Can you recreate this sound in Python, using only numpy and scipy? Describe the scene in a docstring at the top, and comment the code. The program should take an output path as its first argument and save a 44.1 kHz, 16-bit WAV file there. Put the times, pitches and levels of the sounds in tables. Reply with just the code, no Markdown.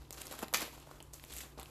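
"""In a quiet living room, a thin plastic zip bag is worked open on a lap.
Fingers rub the film (stick-slip grains over hiss) and creases flick over (short pitched noise ticks).
A hand thumps the bag (decaying sines), the seal snaps apart (a run of noise cracks and a strip ring),
then the open bag is shifted about. Low swells, steady noise and a low hum run underneath."""
import sys
import numpy as np
from scipy import signal
from scipy.fft import rfft, irfft
from scipy.io import wavfile
from scipy.ndimage import uniform_filter1d

SR = 44100
rng = np.random.default_rng(int(sys.argv[2]) if len(sys.argv) > 2 else 0)


def master(y):
    """Save y as 16-bit WAV."""
    cut = np.clip(np.atleast_2d(y).T, -1, 1)
    pcm = np.round(cut * 32767)  # scale
    wavfile.write(sys.argv[1], SR, pcm.astype(np.int16))


N = 74970

BASS_HZ, MIDDLE_HZ, TREBLE_HZ = 176, 1460, 5720  # lower edges of the film's three ranges
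TOP_HZ = 13800  # upper limit of the sound


def undb(db):
    """Decibels to gain."""
    return 10 ** (np.asarray(db) / 20)


def unit(x):
    """Scale to rms 1."""
    return x / np.sqrt(np.mean(x ** 2))


def colour(x, points):
    """Minimum-phase filter of unit power through (Hz, relative dB) points."""
    hz, db = np.array(points, float).T
    f = np.fft.rfftfreq(4096, 1 / SR)
    curve_db = np.interp(np.log(f + 1), np.log(hz), db)
    cepstrum = irfft(np.log(unit(undb(curve_db))))
    # folding the cepstrum onto its first half makes the filter causal
    half = len(cepstrum) // 2
    cepstrum[1:half] *= 2
    cepstrum[half + 1:] = 0
    impulse_response = irfft(np.exp(rfft(cepstrum)))
    return signal.fftconvolve(x, impulse_response)[:len(x)]


def walk(rate):
    """Slow random wander of rms 1, from noise averaged twice over 1 / rate seconds."""
    k = int(SR / rate)
    smooth = uniform_filter1d(rng.standard_normal(N), k)
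    return unit(uniform_filter1d(smooth, k))


def add(out, start_s, x):
    """Mix a sound in at a time."""
    i = int(np.clip(start_s * SR, 0, N - 1))
    out[i:i + len(x)] += x[:N - i]


def burst(decay_s):
    """A noisy crack with an instant attack, an exponential decay and a set energy."""
    t = np.arange(SR // 10) / SR
    envelope = np.exp(-t / decay_s)
    x = rng.standard_normal(len(t)) * envelope
    return x * np.linalg.norm(envelope) / np.linalg.norm(x)


def ring(modes):
    """Decaying sines of a struck object."""
    t = np.arange(SR // 2) / SR
    out = 0
    for hz, db, t60 in modes:
        decay = np.exp(-np.log(1000) * t / t60)
        out = out + undb(db) * np.sin(2 * np.pi * hz * t) * decay
    return out


def film(ranges):
    """Bass, middle and treble excitations radiated by the thin film."""
    # Tone of the film. Each row: frequency in Hz, relative level in dB.
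    film_tone = [(190, -1.5), (300, 0), (1200, 0), (1800, 0), (3200, 1.5), (5800, 0.5), (7600, 3),
                 (8800, -5.5), (11500, -1.5), (13300, -3), (14200, -5.5)]
    edges = [BASS_HZ, MIDDLE_HZ, TREBLE_HZ, SR / 2 - 1]
    out = 0
    for x, lo, hi in zip(ranges, edges, edges[1:]):
        sos = signal.butter(2, [lo, hi], "band", fs=SR, output="sos")
        width_gain = np.sqrt(SR / 2 / (min(hi, TOP_HZ) - lo))  # makes up for the narrower band
        out = out + signal.sosfilt(sos, x) * width_gain
    return colour(out, film_tone)


def room_tone(t):
    """Still air as coloured noise, and the slightly wavering hum of a household appliance."""
    # Partials of the hum. Each row: frequency in Hz, mean rms level in dB.
    hum_partials = [(60, -63), (91, -76), (143.7, -64.5)]
    # Tone of the still air. Each row: frequency in Hz, relative level in dB.
    air_tone = [(20, -1), (45, 4.5), (110, 6), (195, -11), (290, 4.5), (600, -10), (1000, -8),
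                (2000, -20.5), (5000, -23), (14000, -28)]
    air_db = -61
    hum = 0
    for hz, db in hum_partials:
        level = undb(db + 1.1 * walk(24))
        hum = hum + level * np.sqrt(2) * np.sin(2 * np.pi * (hz * t + rng.random()))
    return hum + undb(air_db) * colour(rng.standard_normal(N), air_tone)


def arms(t):
    """Deep swells of rumble as the arms shift: one low sine of wavering pitch."""
    # Bell-shaped swells. Each row: centre in seconds, half length in seconds, rms level at the peak in dB.
    swells = [(.01, 0.019, -50.5), (0.172, 0.022, -56), (.958, 0.018, -53), (1.368, 0.052, -52),
              (1.597, 0.022, -52.5)]
    swell_hz = 61  # mean pitch
    level = sum(undb(db) * np.exp(-((t - at) / width) ** 2 / 2) for at, width, db in swells)
    pitch = swell_hz * (1 + 0.056 * walk(25))
    return level * np.sqrt(2) * np.sin(2 * np.pi * np.cumsum(pitch) / SR)


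def thump():
    """A hand knocks the bag: one puff of the air inside, then a short hollow ring."""
    # Hand knocks on the bag. Each row: start in seconds, level in dB.
    knocks = [(0.43, -0.5), (1.0035, -14.5), (1.2395, -21), (1.576, -15), (1.591, -12.5)]
    # Ring of the air-filled bag. Each row: frequency in Hz, level in dB, time to fall 60 dB in seconds.
    bag_modes = [(250, -51.5, 0.073), (340, -41.5, 0.058), (438, -37.5, .03), (526, -40.5, 0.033),
                 (624, -35.5, .055), (879, -28, 0.027), (1130, -41.5, 0.043)]
    puff = (388, -25.5, 0.004)  # same columns as the ring
    push_s, low_cut_hz = 0.00027, 139  # the push's smoothing time; the low cut is applied twice
    out = np.zeros(N)
    for start, db in knocks:
        add(out, start, undb(db) * ring(bag_modes + [puff]))
    keep = np.exp(-1 / (push_s * SR))
    softened = signal.lfilter([1 - keep], [1, -keep], out)
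    low_cut = signal.butter(2, low_cut_hz, "high", fs=SR, output="sos")
    return signal.sosfilt(np.vstack([low_cut, low_cut]), softened)


def grains(lo_hz, hi_hz):
    """Tiny wrinkles slipping at random, each with its own size and a few cycles at its own pitch."""
    grains_per_s, spread_db, decay_cycles = 2600, 4.5, 1.32
    t = np.arange(256) / SR
    out = np.zeros(N)
    for when, pitch, size, phase in rng.random((int(grains_per_s * N / SR), 4)):
        # low grains are many and weak, so the spectrum stays even
        hz = lo_hz + pitch ** 2 * (hi_hz - lo_hz)
        size_db = spread_db * min(-np.log(1 - size), 5)  # mostly small, a few large
        gain = undb(size_db) * np.sqrt(hz * np.sqrt(hz))
        grain = np.sin(2 * np.pi * (hz * t + phase)) * np.exp(-t * hz / decay_cycles)
        add(out, when * N / SR, gain * grain)
    return unit(out)


def rubbing(t):
    """Dense stick-slip grains over a fine hiss; the grip wavers within each stroke."""
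    # Fingers and film sliding. Each row: start, attack, hold and release time constant in seconds,
    # then bass, middle and treble drive in dB.
    rubs = [(0, 0.0018, 0.023, 0.077, -71.5, -69, -69), (0.121, .006, 0.027, 0.022, -59, -61, -56),
            (0.168, 0.0087, 0.03, 0.034, -55.5, -55, -53), (0.223, 0.036, 0.062, 0.024, -58.5, -59, -56.5),
            (0.305, 0.012, 0.089, 0.016, -56, -58.5, -57), (0.41, 0.01, 0.018, 0.0061, -46.5, -53.5, -50),
            (0.553, .01, 0.035, .03, -51, -47.5, -49), (0.6, 0.0096, 0.015, 0.03, -44, -45, -45),
            (0.72, 0.0049, 0.0051, 0.11, -59.5, -60.5, -59),
            (0.862, 0.018, 0.079, 0.089, -64, -71.5, -66.5), (1.13, 0.0034, 0.029, 0.027, -62, -62.5, -54),
            (1.195, .04, 0.059, 0.033, -73, -67.5, -63.5),
            (1.277, 0.031, 0.015, 0.014, -61.5, -57.5, -53.5),
            (1.314, 0.044, 0.053, 0.036, -62.5, -55, -49), (1.426, 0.01, 0.017, 0.044, -58.5, -62.5, -73),
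            (1.57, 0.015, 0.033, 0.011, -54.5, -59, -59.5), (1.64, 0.022, .05, .03, -66, -72.5, -65)]
    hiss_share = 0.35  # of the power
    grip_db, grip_rate_hz = 2.15, 120
    power = np.zeros((3, N))
    for start, attack, hold, release, *levels_db in rubs:
        rise = np.clip((t - start) / attack, 0, 1)
        fall = np.exp(-np.maximum(t - start - attack - hold, 0) / release)
        power += (undb(levels_db)[:, None] * rise * fall) ** 2
    hiss = rng.standard_normal((3, N))
    grip = undb(grip_db * walk(grip_rate_hz))
    slips = grains(BASS_HZ, TOP_HZ) * np.sqrt(2 * TOP_HZ / SR)  # as dense in the band as the hiss
    friction = np.sqrt(1 - hiss_share) * slips + np.sqrt(hiss_share) * hiss
    return film(np.sqrt(power) * grip * friction)


def creases():
    """Each crease buckles with a sharp tick around its own pitch and the film flutters briefly."""
    # Creases flicking over. 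Each row: start in seconds, relative bass, middle and treble drive in dB,
    # pitch in Hz.
    flicks = [(0.02, -54, -57, -59.5, 11400), (0.1071, -41.5, -38.5, -38, 5440),
              (.127, -66, -68, -43, 7400), (0.1316, -63, -67, -43, 6000), (0.2173, -43, -37.5, -34, 7460),
              (0.2564, -58, -52, -48, 7400), (0.2689, -69, -56, -40.5, 4700), (0.28, -47.5, -45, -49, 7600),
              (.3903, -40.5, -46.5, -40, 1000), (.392, -49, -44, -48, 690), (.427, -41, -43, -37, 4000),
              (0.4314, -60, -44, -52, 11100), (0.4447, -54, -47.5, -53, 4600),
              (.4828, -49.5, -44.5, -44.5, 2200), (0.529, -40, -47, -42.5, 12000),
              (0.572, -61, -60, -32, 5000), (0.6076, -65, -41, -33, 13100), (.80, -78, -60, -51, 8160),
              (0.913, -47, -49, -52, 1300), (1.0036, -51, -46, -47.5, 3330),
              (1.0263, -61, -58, -46.5, 7400), (1.136, -67, -61, -43.5, 7800),
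              (1.1414, -55, -63, -41, 8300), (1.1972, -70, -50, -54, 2940),
              (1.2394, -51, -45.5, -45.5, 550), (1.249, -73, -58, -49.5, 7250),
              (1.337, -72, -46, -39, 7800), (1.366, -53, -46, -37.5, 12000),
              (1.3733, -62, -57, -45.5, 6000), (1.388, -62, -53, -44, 8000),
              (1.4062, -74, -44.5, -41, 2680), (1.5975, -42, -41, -40, 6350), (1.604, -60, -63, -50, 11500),
              (1.615, -45.5, -50.5, -65, 3160), (1.6304, -45, -43.5, -40, 7350),
              (1.658, -60, -51.5, -58, 2970)]
    tick_s, flutter_s, flutter_db = 0.00061, 0.0033, -16  # decay times; flutter against the tick
    resonance_peak_db, resonance_octaves, patchy_db = 5, 0.36, 0.3
    drive_db = -0.7  # shared trim
    ranges = np.zeros((3, N))
    hz = np.geomspace(BASS_HZ, TOP_HZ, num=40)
    for start, *levels_db, pitch in flicks:
        tick = burst(tick_s) + undb(flutter_db) * burst(flutter_s)
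        octaves_away = np.log2(hz / pitch)
        resonance_db = resonance_peak_db * np.exp(-(octaves_away / resonance_octaves) ** 2 / 2)
        tone_db = resonance_db + patchy_db * rng.standard_normal(len(hz))
        tick = colour(tick, list(zip(hz, tone_db)))
        for out, db in zip(ranges, levels_db):
            add(out, start, 2 * undb(db + drive_db) * tick)
    return film(ranges)


def seal():
    """The seal parts in a quick run of cracks; the strongest one rings the stiff strip."""
    # Ribs of the seal letting go. Each row: start in seconds, level in dB, decay in seconds,
    # treble shelf in dB.
    snaps = [(0.5386, -16.5, 0.00026, 4), (.5403, -25, 0.00066, -5), (0.5437, -20.5, 0.0011, -13),
             (.5452, -22, 0.0022, -8.5), (.5472, -25, 0.0026, -4), (0.5495, -27, .001, -12)]
    # Ring of the stiff strip. Each row: frequency in Hz, relative level in dB, time to fall 60 dB in seconds.
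    strip_modes = [(665, -8, .18), (1004, -12.5, 0.09), (1550, -26, 0.16), (1787, -2, 0.22),
                   (1996, -10.5, 0.24), (2015, -4.5, .22), (2385, 0.5, 0.11), (2512, 2.5, 0.11),
                   (2600, -8, 0.17), (2950, 6, 0.067), (4300, -2, 0.12), (4660, -2, 0.16), (5090, -9, 0.17),
                   (6110, -0.5, 0.19)]
    # Tone of the cracks. Each row: frequency in Hz, relative level in dB.
    crack_tone = [(60, -24), (140, -15.5), (500, -5), (1200, -0.5), (2500, -0.5), (3800, -3.5), (5800, -3),
                  (7600, -3.5), (8700, -11.5), (11800, -3.5), (14000, -8)]
    tail_db, tail_s, ring_db = -16, .02, -19  # tail and ring against their crack
    cracks, strip = np.zeros(N), np.zeros(N)
    treble = signal.butter(1, TREBLE_HZ, "high", fs=SR)
    for start, db, decay, bright_db in snaps:
        crack = burst(decay) + undb(tail_db) * burst(tail_s)
        shelf = (undb(bright_db) - 1) * signal.lfilter(*treble, crack)
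        add(cracks, start, undb(db) * (crack + shelf))
    strongest = max(snaps, key=lambda snap: undb(snap[1]) ** 2 * snap[2])  # by energy
    start, db = strongest[:2]
    add(strip, start, undb(db + ring_db) * ring(strip_modes))
    return colour(cracks, crack_tone) + strip


def room(x, t):
    """A short diffuse tail from the furnished room: decaying noise after a small gap."""
    t60_s, gap_s, tail_db = 0.39, 0.0049, -8.5
    tail = rng.standard_normal(N) * np.exp(-np.log(1000) * t / t60_s) * (t > gap_s)
    tail = colour(tail, [(200, -4.5), (2500, 2.5), (6000, -3), (14000, 1)])
    tail = tail / np.linalg.norm(tail)
    return x + undb(tail_db) * signal.fftconvolve(x, tail)[:N]


def scene():
    """The bag in the room, over arm rumble and room tone that get no added tail."""
    t = np.arange(N) / SR
    background = room_tone(t) + arms(t)
    bag = thump() + rubbing(t) + creases() + seal()
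    return (room(bag, t) + background)[None]


def record(dry):
    """The recorder cuts the top with a steep low-pass."""
    top_cut = signal.ellip(8, .2, 70, TOP_HZ, fs=SR, output="sos")
    return signal.sosfilt(top_cut, dry)


dry = scene()
out = record(dry)
master(out)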